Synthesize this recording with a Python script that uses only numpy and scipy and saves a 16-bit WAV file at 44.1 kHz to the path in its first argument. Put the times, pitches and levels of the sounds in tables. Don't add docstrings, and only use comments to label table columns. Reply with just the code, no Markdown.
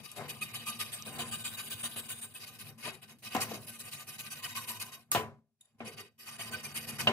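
import sys
import numpy as np
from scipy import signal
from scipy.fft import rfft, irfft, next_fast_len
from scipy.io import wavfile
from scipy.ndimage import uniform_filter1d

SR = 44100
rng = np.random.default_rng(int(sys.argv[2]) if len(sys.argv) > 2 else 0)


def voltage_ratio(decibels):
    exponent = np.asarray(decibels, float) / 20
    return 10 ** exponent


def pcm_store(signal):
    levels = np.round(np.clip(np.atleast_2d(signal), -1, 1) * 32767)
    wavfile.write(sys.argv[1], SR, levels.astype(np.int16).T)


N = 313992
T = np.arange(N) / SR

HOLDS = [
    0,
    1.04,
    2.4,
    5.5,
]
# (time [s], peak [dB], brightness [dB per octave], tail length [factor])
KNOCKS = [(0.162, -47, -6, 0.95), (1.064, -39.5, -4, 1), (1.838, -36, 4, 0.59), (1.962, -37.5, 3.5, 0.97),
          (2.837, -51, -1, 0.56), (3.35, -23, -1, 0.3), (3.514, -35, -2.5, 0.87), (5.117, -38, 1.5, 0.88),
          (5.149, -19, 3.5, 0.79), (5.804, -38.5, -1.5, 1), (6.396, -39, 21, 0.62), (7.072, -19, 6, 0.77)]


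def evened(x):
    return x / np.sqrt(np.mean(x ** 2) + 1e-20)


def read(points, hz):
    f, value = np.transpose(points)
    return np.interp(np.log(hz + 1), np.log(f + 1), value)


def colour(x, points):
    size = next_fast_len(N)
    gain = voltage_ratio(read(points, np.fft.rfftfreq(size, 1 / SR)))
    return irfft(rfft(x, size) * gain, size)[..., :N]


def hold_at(times):
    return np.searchsorted(HOLDS, times, "right") - 1


def ring(x, modes, wander=0., step=.048):
    out, hold = np.zeros_like(x), hold_at(T)
    for hz, width, *db in modes:
        r, w = np.exp(-np.pi * width / SR), 2 * np.pi * hz / SR
        drift_db = wander * np.clip(rng.standard_normal(600), -2, 2)
        drift = np.interp(T, np.arange(600) * step, voltage_ratio(drift_db))
        gain = voltage_ratio(np.resize(db, len(HOLDS)))[hold] * drift
        out += gain * (1 - r) * signal.lfilter([1, 0, -1], [1, -2 * r * np.cos(w), r * r], x)
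    return out


def add(mix, s, sound):
    part = mix[:, round(s * SR):][:, :sound.shape[1]]
    part += sound[:, :part.shape[1]]


def patches(shape, bins, frames):
    field = uniform_filter1d(uniform_filter1d(rng.standard_normal(shape), bins, 0), frames, 1)
    return evened(uniform_filter1d(field, bins, 0))


def hiss(floor_db=-90):
    return voltage_ratio(floor_db) * rng.standard_normal((2, N))


def shake_level(bite, db, follow, lag, press, column, slope):
    # (time [s], pressure [dB])
    pressing = [(0, 12.5), (.13, -19), (.33, 3.5), (.6, 1.5), (2.0, -1), (2.33, -4.5), (2.7, -10),
                (3.17, 2.5), (3.6, -2.5), (4.9, -1), (5.05, -7.5), (5.55, -14.5), (5.8, -3), (6.17, -17.5),
                (6.3, -3), (6.55, -2), (7.12, 11)]
    # (peak time [s], boom [dB], drumming [dB], swell [dB per s], fade [dB per s])
    shoves = [(0.209, -50, -43.5, 248, 128), (1.2, -47, -44.5, 122, 126.5), (2.72, -54.5, -61, 60, 400),
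              (2.882, -50, -42.5, 281, 254), (3.359, -46, -34, 700, 113), (3.56, -51.5, -69, 72, 157),
              (4.83, -59, -55.5, 300, 117), (5.161, -38, -31.5, 599, 212.5), (5.75, -65.5, -82, 500, 500),
              (5.811, -50.5, -49.5, 798, 108), (6.4, -57, -59, 400, 132), (6.53, -50.5, -51, 150, 92),
              (6.89, -66, -54, 300, 102), (7.082, -37, -27, 704, 237)]
    keep = np.exp(-1 / (lag * SR))
    bite_db = 10 * np.log10(signal.lfilter([1 - keep], [1, -keep], bite) + 1e-13)
    press_db = press * np.interp(T, *np.transpose(pressing))
    power = voltage_ratio(2 * (db + follow * (bite_db + 45) + press_db))
    at = T.copy()
    for blow, *_ in KNOCKS:
        at[(T > blow - .03) & (T < blow)] = blow - .03
    for row in shoves:
        near = slice(max(round((row[0] - .3) * SR), 0), round((row[0] + .6) * SR))
        late = at[near] - row[0]
        fall_db = slope * np.where(late < 0, -row[3] * late, row[4] * late)
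        power[near] += voltage_ratio(2 * (row[column] - fall_db))
    return np.sqrt(power)


def bench(bite, wide_db=-2.0, hollow_db=3.5):
    # (frequency [Hz], width [Hz], level [dB])
    boom_modes = [(108.5, 21, 0.5), (143.2, 7.5, 1.5), (224.7, 1.9, -0.5)]
    # (frequency [Hz], level [dB per Hz])
    wood = [(24, -60.5), (40, -45), (107, 2.5), (180, -9), (230, 11.5), (293, -26), (885, -7.5), (1190, -7),
            (1340, -5), (2290, -4), (2500, -16.5), (3250, -43.5), (5500, -120)]
    # (frequency [Hz], width [Hz], level [dB])
    hollow = [(400, 58, 6), (484, 35, 7.5), (601, 45, 4), (700, 89, 7.5), (764, 16, 4.5), (1023, 21, 11)]
    shake, rattle = rng.standard_normal((2, 2, N))
    boom = evened(ring(shake, boom_modes, wander=1.7))
    boom += voltage_ratio(wide_db) * evened(colour(shake, wood[:5] + [(400, -78.0)]))
    drum = evened(colour(rattle, [(200, -66.0)] + wood[4:]))
    drum += voltage_ratio(hollow_db) * evened(ring(rattle, hollow, wander=4.8))
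    boom_level = shake_level(bite, -56, follow=0.35, lag=0.025, press=1, column=1, slope=0.56)
    drum_level = shake_level(bite, -60.5, follow=0.39, lag=0.006, press=0.73, column=2, slope=1)
    return boom_level * evened(boom) + drum_level * evened(drum)


def hums(width=92.0):
    # (time [s], level [dB], frequency [Hz])
    tracks = [
        [(4.38, -61.5, 1040), (4.54, -64.5, 985), (4.575, -45.5, 1090), (4.67, -66, 1020), (4.7, -55, 986),
         (4.83, -66, 1000), (5.02, -65, 1094)],
        [(5.86, -50, 458), (5.91, -60.5, 463), (5.96, -68, 419), (6.04, -59.5, 416), (6.14, -85, 444)],
    ]
    out, r = np.zeros((2, N)), np.exp(-np.pi * width / SR)
    for rows in tracks:
        s, db, hz = np.transpose(rows)
        t = np.arange(s[0], s[-1], 1 / SR)
        slow = signal.lfilter([1], [1, -2 * r, r * r], rng.standard_normal((2, 2, len(t))))
        turning = np.exp(2j * np.pi * np.cumsum(np.interp(t, s, hz)) / SR)
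        tone = ((slow[0] + 1j * slow[1]) * turning).real
        level = voltage_ratio(np.interp(t, s, db) + 4.0) * signal.windows.tukey(len(t), .15)
        add(out, s[0], level * evened(tone))
    return out


def pings():
    # (time [s], peak [dB], time to fade by 60 dB [s])
    touches = [
        (5.6088, -55, 0.36),
        (5.653, -63.5, 0.097),
    ]
    # (frequency [Hz], width [Hz], level [dB])
    blade_modes = [(2730, 270, -32), (3690, 120, -1.5), (4670, 390, -22), (7220, 280, -1.5),
                   (10500, 290, -1.5)]
    out, t = np.zeros((2, N)), np.arange(SR // 4) / SR
    for s, db, t60 in touches:
        strength = (t < .006) + .5 * voltage_ratio(-60 * t / t60)
        add(out, s, voltage_ratio(db + 12) * rng.standard_normal((2, len(t))) * strength)
    return ring(out, blade_modes)


def snags(ping_t60=0.0025):
    # (time [s], peak [dB], pitch [Hz], rattle after it [dB], rattle time to fade by 60 dB [s])
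    events = [
        (0.1165, -31, 9360, -21, 0.053),
        (1.024, -27.5, 5870, -47, 0.16),
        (3.1856, -62, 9700, -1, 0.13),
        (3.3484, -28.5, 10200, -10.5, 0.048),
        (3.366, -21, 5280, -30, 0.17),
        (3.517, -33.5, 4600, -18, 0.13),
        (4.994, -68, 9460, -22, 0.2),
        (5.1163, -16.5, 9700, -15.5, 0.21),
        (7.0116, -32, 5140, -10, 0.13),
    ]
    out, t = np.zeros((2, N)), np.arange(SR // 3) / SR
    for s, db, hz, rattle_db, rattle_t60 in events:
        noise = rng.standard_normal((2, len(t)))
        ping = signal.lfilter(*signal.iirpeak(hz, 4.0, SR), noise * voltage_ratio(-60 * t / ping_t60))
        fading = voltage_ratio(rattle_db - 60 * (t / rattle_t60) ** 1.38)
        rattle = signal.lfilter(*signal.iirpeak(hz, .6, SR), noise * fading)
        add(out, s, voltage_ratio(db) * (2.4 * ping + 1.43 * rattle))
    return out


def catches(boost_db=4.5, spread=1.8):
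    # (time [s], peak [dB], frequency [Hz], length [s])
    swells = [(0.426, -46.5, 1232, 0.018), (0.427, -36, 2515, 0.016), (0.431, -54, 3760, 0.034),
              (0.56, -42, 2990, 0.016), (0.564, -51, 3870, 0.024), (0.686, -47, 2480, 0.025),
              (0.808, -45.5, 1227, 0.024), (0.817, -44, 3830, 0.016), (1.081, -48, 2493, 0.018),
              (1.199, -45, 714, 0.015), (1.205, -49, 2480, 0.022), (1.213, -45, 2990, 0.016),
              (1.339, -52, 1210, 0.029), (1.342, -43, 2880, 0.016), (1.348, -53, 3750, 0.029),
              (1.458, -43.5, 2480, 0.015), (1.464, -47, 4610, 0.015), (1.551, -45.5, 3830, 0.018),
              (1.59, -43.5, 2533, 0.016), (1.865, -49.5, 3950, 0.018), (2.362, -50, 2570, 0.015),
              (2.864, -46, 974, 0.018), (2.865, -78, 2570, 0.016), (2.891, -63, 2820, 0.02),
              (3.273, -51, 2540, 0.031), (3.336, -58, 2560, 0.036), (3.416, -41, 4590, 0.018),
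              (3.432, -45, 1107, 0.027), (3.521, -46, 686, 0.015), (4.446, -51, 1900, 0.018),
              (4.447, -52, 5060, 0.024), (4.45, -43, 2990, 0.024), (4.56, -42, 2440, 0.015),
              (4.568, -51.5, 2150, 0.025), (4.693, -45, 2930, 0.015), (4.705, -56.5, 986, 0.036),
              (4.805, -49, 2526, 0.016), (4.814, -48.5, 2117, 0.016), (5.208, -44, 436, 0.06),
              (6.404, -55, 686, 0.027), (6.412, -48, 2240, 0.02), (6.415, -43.5, 3044, 0.02),
              (6.546, -40, 1525, 0.025), (6.548, -46, 2390, 0.02), (6.659, -44.5, 2390, 0.022),
              (6.891, -47, 2484, 0.016), (6.999, -53, 1214, 0.022), (7.0, -46, 3050, 0.018)]
    out = np.zeros((2, N))
    for (s, db, hz, length), phase in zip(swells, rng.random((len(swells), 2, 1))):
        t = np.arange(0, spread * length, 1 / SR)
        tone = np.hanning(len(t)) * np.sin(2 * np.pi * (hz * t + phase))
        add(out, s - t[-1] / 2, voltage_ratio(db + boost_db) * tone)
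    return out


def knocks(plank_db=10.0, blow_db=-2.0, rise=0.00013):
    # (frequency [Hz], level [dB per Hz])
    blow_colour = [(35, -45), (60, -19), (390, -4.5), (895, -24.5), (1010, -9), (1330, -20), (2980, -12.5),
                   (5950, -35.5), (11600, -51), (15000, -55)]
    # (frequency [Hz], width [Hz], level [dB])
    plank = [(216, 16, 6.5), (704, 120, 7.5), (1000, 10, 2), (1152, 22, -5.5), (1350, 17, -14.5),
             (3080, 63, -12), (3720, 46, -10)]
    # (frequency [Hz], time to fade by 60 dB [s])
    shop = [(80, 0.35), (210, 0.38), (560, 0.5), (1470, 0.36), (3880, 0.19), (10200, 0.25)]
    out, t = np.zeros((2, N)), np.arange(SR // 2) / SR
    for s, db, bright_db, tail in KNOCKS:
        hz, frames, z = signal.stft(rng.standard_normal((2, len(t))), SR, nperseg=256)
        shape = read(blow_colour, hz) + bright_db * np.log2(hz / 1000 + 0.055)
        z *= voltage_ratio(shape[:, None] - 60 * frames / (tail * read(shop, hz))[:, None])
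        sound = signal.istft(z, SR, nperseg=256)[1][:, :len(t)]
        sound *= (1 - np.exp(-t / rise)) * (1 + voltage_ratio(blow_db) * np.exp(-t / 0.0013))
        sound /= np.std(sound[:, :800])
        sound -= 4.0 * np.sin(2 * np.pi * 1300. * t) * np.exp(-t / .0004)
        add(out, s, voltage_ratio(db - 19.0) * sound)
    return out * 2.15 + voltage_ratio(plank_db) * ring(out, plank)


def struck(rise=0.00063):
    # (frequency [Hz], peak [dB], time to fade by 60 dB [s])
    blows = [
        (3.3495, [(226, -38.5, 0.36), (484, -44, 0.39), (700, -38, 0.12), (759, -29.5, 0.16), (1028, -35, 0.11), (1174, -34, 0.23), (1421, -45, .2), (2175, -47, .1)]),
        (3.514, [(674, -38, 0.08), (473, -37, .08), (1210, -49, 0.087)]),
        (5.1162, [(9600, -11, .011), (13400, -15, .008), (6800, -20, .008), (15000, -20, .006)]),
        (5.804, [(232.6, -46, 0.35), (592, -43.5, .1), (2390, -39, 0.045)]),
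        (5.117, [(1180, -31, 0.21), (1520, -36, .15), (1890, -38, .15), (2690, -41, .1)]),
        (5.149, [(404, -40, 0.45), (692, -24.5, .09), (783, -27.5, 0.11), (1000, -30.5, 0.29), (1421, -46.5, 0.19), (1900, -36.5, .12), (2492, -43.5, 0.18), (3850, -43, 0.075)]),
        (7.0732, [(231, -30.5, 0.37), (600, -21.5, 0.11), (770, -34, 0.12), (1017, -43.5, 0.32), (2390, -28.5, 0.069), (2724, -20, 0.081), (2929, -12, 0.057), (3849, -40, .2)]),
    ]
    out, t = np.zeros((2, N)), np.arange(SR // 2) / SR
    for s, modes in blows:
        tone = sum(voltage_ratio(db - 60 * t / t60) * np.sin(2 * np.pi * hz * t) for hz, db, t60 in modes)
        add(out, s, np.outer([1, -1], tone * (1 - np.exp(-t / rise))))
    return out


def half_strokes():
    # (cut slows down over [s], return is fastest at [share of the cycle],
    # return speeds up over [share], rest at the turn [s], return ring [dB])
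    grips = [
        (0.021, 0.76, 1, 0.0017, 7),
        (0.036, 0.87, 0.49, 0.0014, -0.5),
        (0.026, 0.73, 0.4, 0.0069, 0),
        (0.023, 0.87, 0.73, 0.0084, 5),
    ]
    # (time of top speed [s], bite
    # [dB], speeding up [s], slowing down [s], ring [dB])
    loose = [(2.805, -53, 0.03, 0.031, 1.5), (2.866, -45, 0.048, 0.047, 7.5),
             (2.95, -52.5, 0.027, 0.01, 1.5), (3.031, -52, 0.016, 0.023, 2),
             (3.101, -56.5, 0.028, 0.043, 3), (3.262, -44.5, 0.041, 0.037, 0),
             (3.349, -46.5, 0.052, 0.06, 6), (3.424, -30.5, 0.024, .021, -3),
             (3.523, -47, 0.051, 0.0045, 1.5), (3.54, -43.5, 0.0058, 0.046, -1),
             (3.648, -51.5, .057, 0.013, -4), (5.68, -83, 0.094, 0.059, 9.5),
             (5.797, -67, 0.015, 0.0061, 4), (5.883, -47, 0.04, 0.017, 6), (5.934, -57.5, 0.067, 0.02, 6.5),
             (6.001, -48.5, 0.038, 0.025, 5.5), (6.073, -68.5, 0.063, 0.026, 9.5),
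             (6.217, -53.5, 0.039, 0.06, 3)]
    # (time the cut bites [s],
    # cut [dB], frame ring over fizz [dB], return [dB])
    even_cycles = [(-.09, -48, 0, -56), (0.041, -45.5, 5.5, -54.5), (0.164, -45, -3, -55),
                   (0.29, -39, 1, -54.5), (0.419, -36, 0.5, -51.5), (0.542, -38.5, 3.5, -50.5),
                   (0.667, -35, 5, -48.5), (0.796, -34.5, 0.5, -49.5), (.926, -39, -6, -51),
                   (1.058, -42.5, 2, -43.5), (1.192, -34.5, 1, -43.5), (1.319, -34.5, 0.5, -44),
                   (1.447, -36, 1, -44), (1.577, -38, 2.5, -43), (1.706, -36, -1, -44),
                   (1.839, -34, -1, -44.5), (1.967, -36, -2.5, -47.5), (2.092, -37.5, -2.5, -50.5),
                   (2.221, -41.5, -3, -57), (2.346, -45, -4, -47), (2.469, -46, -3, -53),
                   (2.595, -45.5, -1.5, -51.5),
                   (3.674, -42.5, -4, -50), (3.796, -42.5, -5, -47), (3.921, -40.5, -1.5, -47),
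                   (4.077, -43.5, -1.5, -49), (4.191, -40, -2.5, -45.5), (4.311, -39.5, -1.5, -47),
                   (4.432, -38, 0, -45.5), (4.558, -35.5, -0.5, -46), (4.679, -38, -1, -47.5),
                   (4.805, -37.5, -1.5, -51.5), (4.925, -47, 1.5, -65.5), (6.265, -45, 2.5, -52.5),
                   (6.392, -42, 3, -48.5), (6.521, -40.5, 5, -51), (6.637, -40.5, -1, -52),
                   (6.751, -37, -1, -49), (6.878, -40, 1, -50), (6.993, -34, 3, -76)]
    cut_lengths = [1.01, 0.82, .75, 0.83, 0.72, 0.92, 1.35, 1.25, 0.88, 1.01, 0.86, 0.95, 0.99, 0.98, 0.87,
                   0.86, .9, 1.01, 0.86, 0.94, 0.83, 0.99, 0.9, 0.72, 1.06, .9, 0.76, 0.83, 1.05, .9, 1.2,
                   0.74, 0.98, 1.1, 1.3, 1.15, 1.06, 1.24, 1, 0.77]
    lead, peak_delay, longest_cycle = 0.011, 0.016, .137
    rows, bouts = list(loose), even_cycles
    starts = np.array([row[0] for row in bouts]) - lead
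    cycles = np.minimum(np.diff(starts, append=99), longest_cycle)
    for (s, cut_db, ring_db, back_db), start, cycle, long in zip(bouts, starts, cycles, cut_lengths):
        fall, top, rise, rest, back_ring_db = grips[max(hold_at(s), 0)]
        peak = peak_delay * (1 + long) / 2
        rows.append((s + peak, cut_db, lead + peak, fall * long, ring_db))
        back_fall = max((1 - top) * cycle - rest, .004)
        rows.append((start + top * cycle, back_db, rise * cycle, back_fall, back_ring_db))
    return rows


def blade_power():
    bite, lean = np.zeros(N), np.zeros(N)
    for s, db, rise, fall, ring_db in half_strokes():
        span = slice(max(round((s - rise) * SR), 0), max(round((s + fall) * SR), 0))
        u = np.where(T[span] < s, (s - T[span]) / rise, (T[span] - s) / fall)
        bite[span] += voltage_ratio(2 * db) * (1 - u * u) ** 2
        lean[span] += voltage_ratio(2 * (db + ring_db)) * (1 - u * u) ** 2
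    return bite, lean


def flexed(x):
    # (frequency [Hz], time shift [s])
    bends = [
        (7.9, .0001),
        (3.1, 0.00021),
        (17.3, 0.000046),
    ]
    at = T + sum(shift * np.sin(2 * np.pi * hz * T) for hz, shift in bends)
    return np.array([np.interp(at, T, row) for row in x])


def fizz(teeth, patchy_db=3.0):
    # (frequency [Hz], level [dB per Hz])
    colours = [
        [(1180, -28), (2000, -8), (2500, -15.5), (3330, -7.5), (3790, -14.5), (4090, -12), (5800, -17),
         (11100, -8), (15300, -16.5)],
        [(1180, -20.5), (2000, -6), (2520, -22.5), (3250, -6), (3790, -3.5), (4190, -13.5), (5000, -20),
         (5800, -20.5), (6600, -10), (9100, -3), (11400, -4.5), (12100, -23), (13000, -5.5), (15300, -10)],
        [(1180, -37.5), (2000, -7), (2930, -29), (3480, -14.5), (3820, -2.5), (6930, -5), (7880, -4),
         (9100, -2), (11700, -0.5), (15300, -10)],
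        [(1180, -14), (2000, -18.5), (2980, -11.5), (3600, -20.5), (4690, -9.5), (7360, -13.5), (8800, -8.5),
         (10300, -10), (11300, -5.5), (15300, -22)],
    ]
    hz, frames, z = signal.stft(teeth, SR, nperseg=256)
    shapes = np.array([voltage_ratio(read(points, hz)) for points in colours])
    shapes /= np.linalg.norm(shapes, axis=1, keepdims=True)
    spots = voltage_ratio(patchy_db * patches(z.shape[1:], bins=3, frames=25))
    z *= shapes[hold_at(frames)].T * spots
    return evened(signal.istft(z, SR, nperseg=256)[1][:, :N])


def lingering(power, share=0.16, t60=0.26):
    keep = voltage_ratio(-2 * 60 / (t60 * SR))
    return np.sqrt(power + signal.lfilter([share * (1 - keep)], [1, -keep], power))


def saw(bite, lean, grain_db=1.5, clump_db=1.0, fizz_db=-2.0, frame_db=-4.5, shrill_db=-14.5):
    # (frequency [Hz], width [Hz], level in each of the four holds [dB])
    frame_modes = [(1209.5, 30, 1.5, -1.5, 3.2, 1), (1539, 27.6, -10.5, 2, 3, 1.5),
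                   (1959, 64, -10.5, -21, 2, 3.5), (2175, 53, -16.5, -31, -0.5, -1.5),
                   (2494, 230, -1, -2, 3.5, 1), (2893, 240, -3.5, -1, 0, -1), (3798, 20, 5.5, 4.5, 6, 1),
                   (4600, 88, -3, -2, -1, 2)]
    # (frequency [Hz], width [Hz], level [dB])
    shrill_modes = [(8890, 390, 20.5), (10500, 42, -2.5)]
    bite, lean = lingering(bite), lingering(lean)
    grain_size = voltage_ratio(grain_db * np.minimum(rng.exponential(1, N), 4))
    teeth = evened(rng.standard_normal((2, N)) * grain_size)
    teeth *= voltage_ratio(clump_db * evened(uniform_filter1d(rng.standard_normal(N), size=60)))
    frame = flexed(ring(teeth * lean, frame_modes, wander=2.1, step=.014))
    frame /= np.std(ring(teeth[:1], frame_modes))
    shrill = bite * evened(ring(teeth, shrill_modes, wander=15.0))
    return voltage_ratio(fizz_db) * bite * fizz(teeth) + voltage_ratio(frame_db) * frame + voltage_ratio(shrill_db) * shrill


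def ports(pair, sway=1.7, sway_hz=5000):
    # (frequency [Hz], phase [radians])
    port_phase = [(0, -3.5), (1210, 0.7743), (1890, 1.22), (2150, 6), (2500, 0.24), (3620, 3.5),
                  (5250, 15.5), (6630, 20), (7670, 22.5), (8700, 13), (10900, 10.5), (12100, 12.5),
                  (13700, 14.5), (16000, 18.5)]
    # (frequency [Hz], level [dB])
    port_db = [(60, 2), (240, 4.5), (950, 3), (3770, 1.5), (15000, 3)]
    # (frequency [Hz], likeness [0-1])
    port_same = [(40, 0.2), (100, 0.95), (900, 0.93), (2000, 0.7), (3400, 0.4), (5000, 0), (12000, 1)]
    hz, _, (a, b) = signal.stft(pair, SR, nperseg=512)
    same = np.clip(read(port_same, hz), 0, 1)[:, None]
    swaying = sway * (hz > sway_hz)[:, None] * patches(a.shape, bins=8, frames=60)
    lead = read(port_phase, hz)[:, None] + swaying
    right = same * a * np.exp(-1j * lead) + np.sqrt(1 - same ** 2) * b
    tilt = voltage_ratio(read(port_db, hz) / 2)[:, None]
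    return signal.istft(np.array([a * tilt, right / tilt]), SR, nperseg=512)[1][:, :N]


def scene():
    # (time [s], left over right [dB])
    shift = [(0, 2), (.5, -1.7), (2.4, -1.5), (2.7, -1.5), (2.95, 1.5), (3.1, -2), (5.0, -1.9),
             (7.12, -2.7)]
    bite, lean = blade_power()
    background = hiss() + bench(bite) + hums() + pings()
    accents = snags() + catches() + knocks() + struck()
    pair = ports(background + accents + saw(bite, lean))
    return pair * voltage_ratio(np.outer([.5, -.5], np.interp(T, *np.transpose(shift))))


def gated(x, gate_db=-59, slope=0.54, depth_db=5, smooth_s=.02):
    power = abs(uniform_filter1d((x ** 2).mean(0), round(smooth_s * SR)))
    level_db = 10 * np.log10(power + 1e-14)
    return x * voltage_ratio(-np.clip(slope * (gate_db - level_db), 0, depth_db))


def top_cut(x):
    return signal.sosfilt(signal.butter(12, 16480, fs=SR, output="sos"), x)


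def record(dry):
    low_cut = signal.sosfilt(signal.butter(3, 80., "high", fs=SR, output="sos"), dry)
    limited = signal.oaconvolve(low_cut, signal.firwin(255, 15600, fs=SR)[None], "same")
    return top_cut(gated(limited))


dry = scene()
out = record(dry)
pcm_store(out)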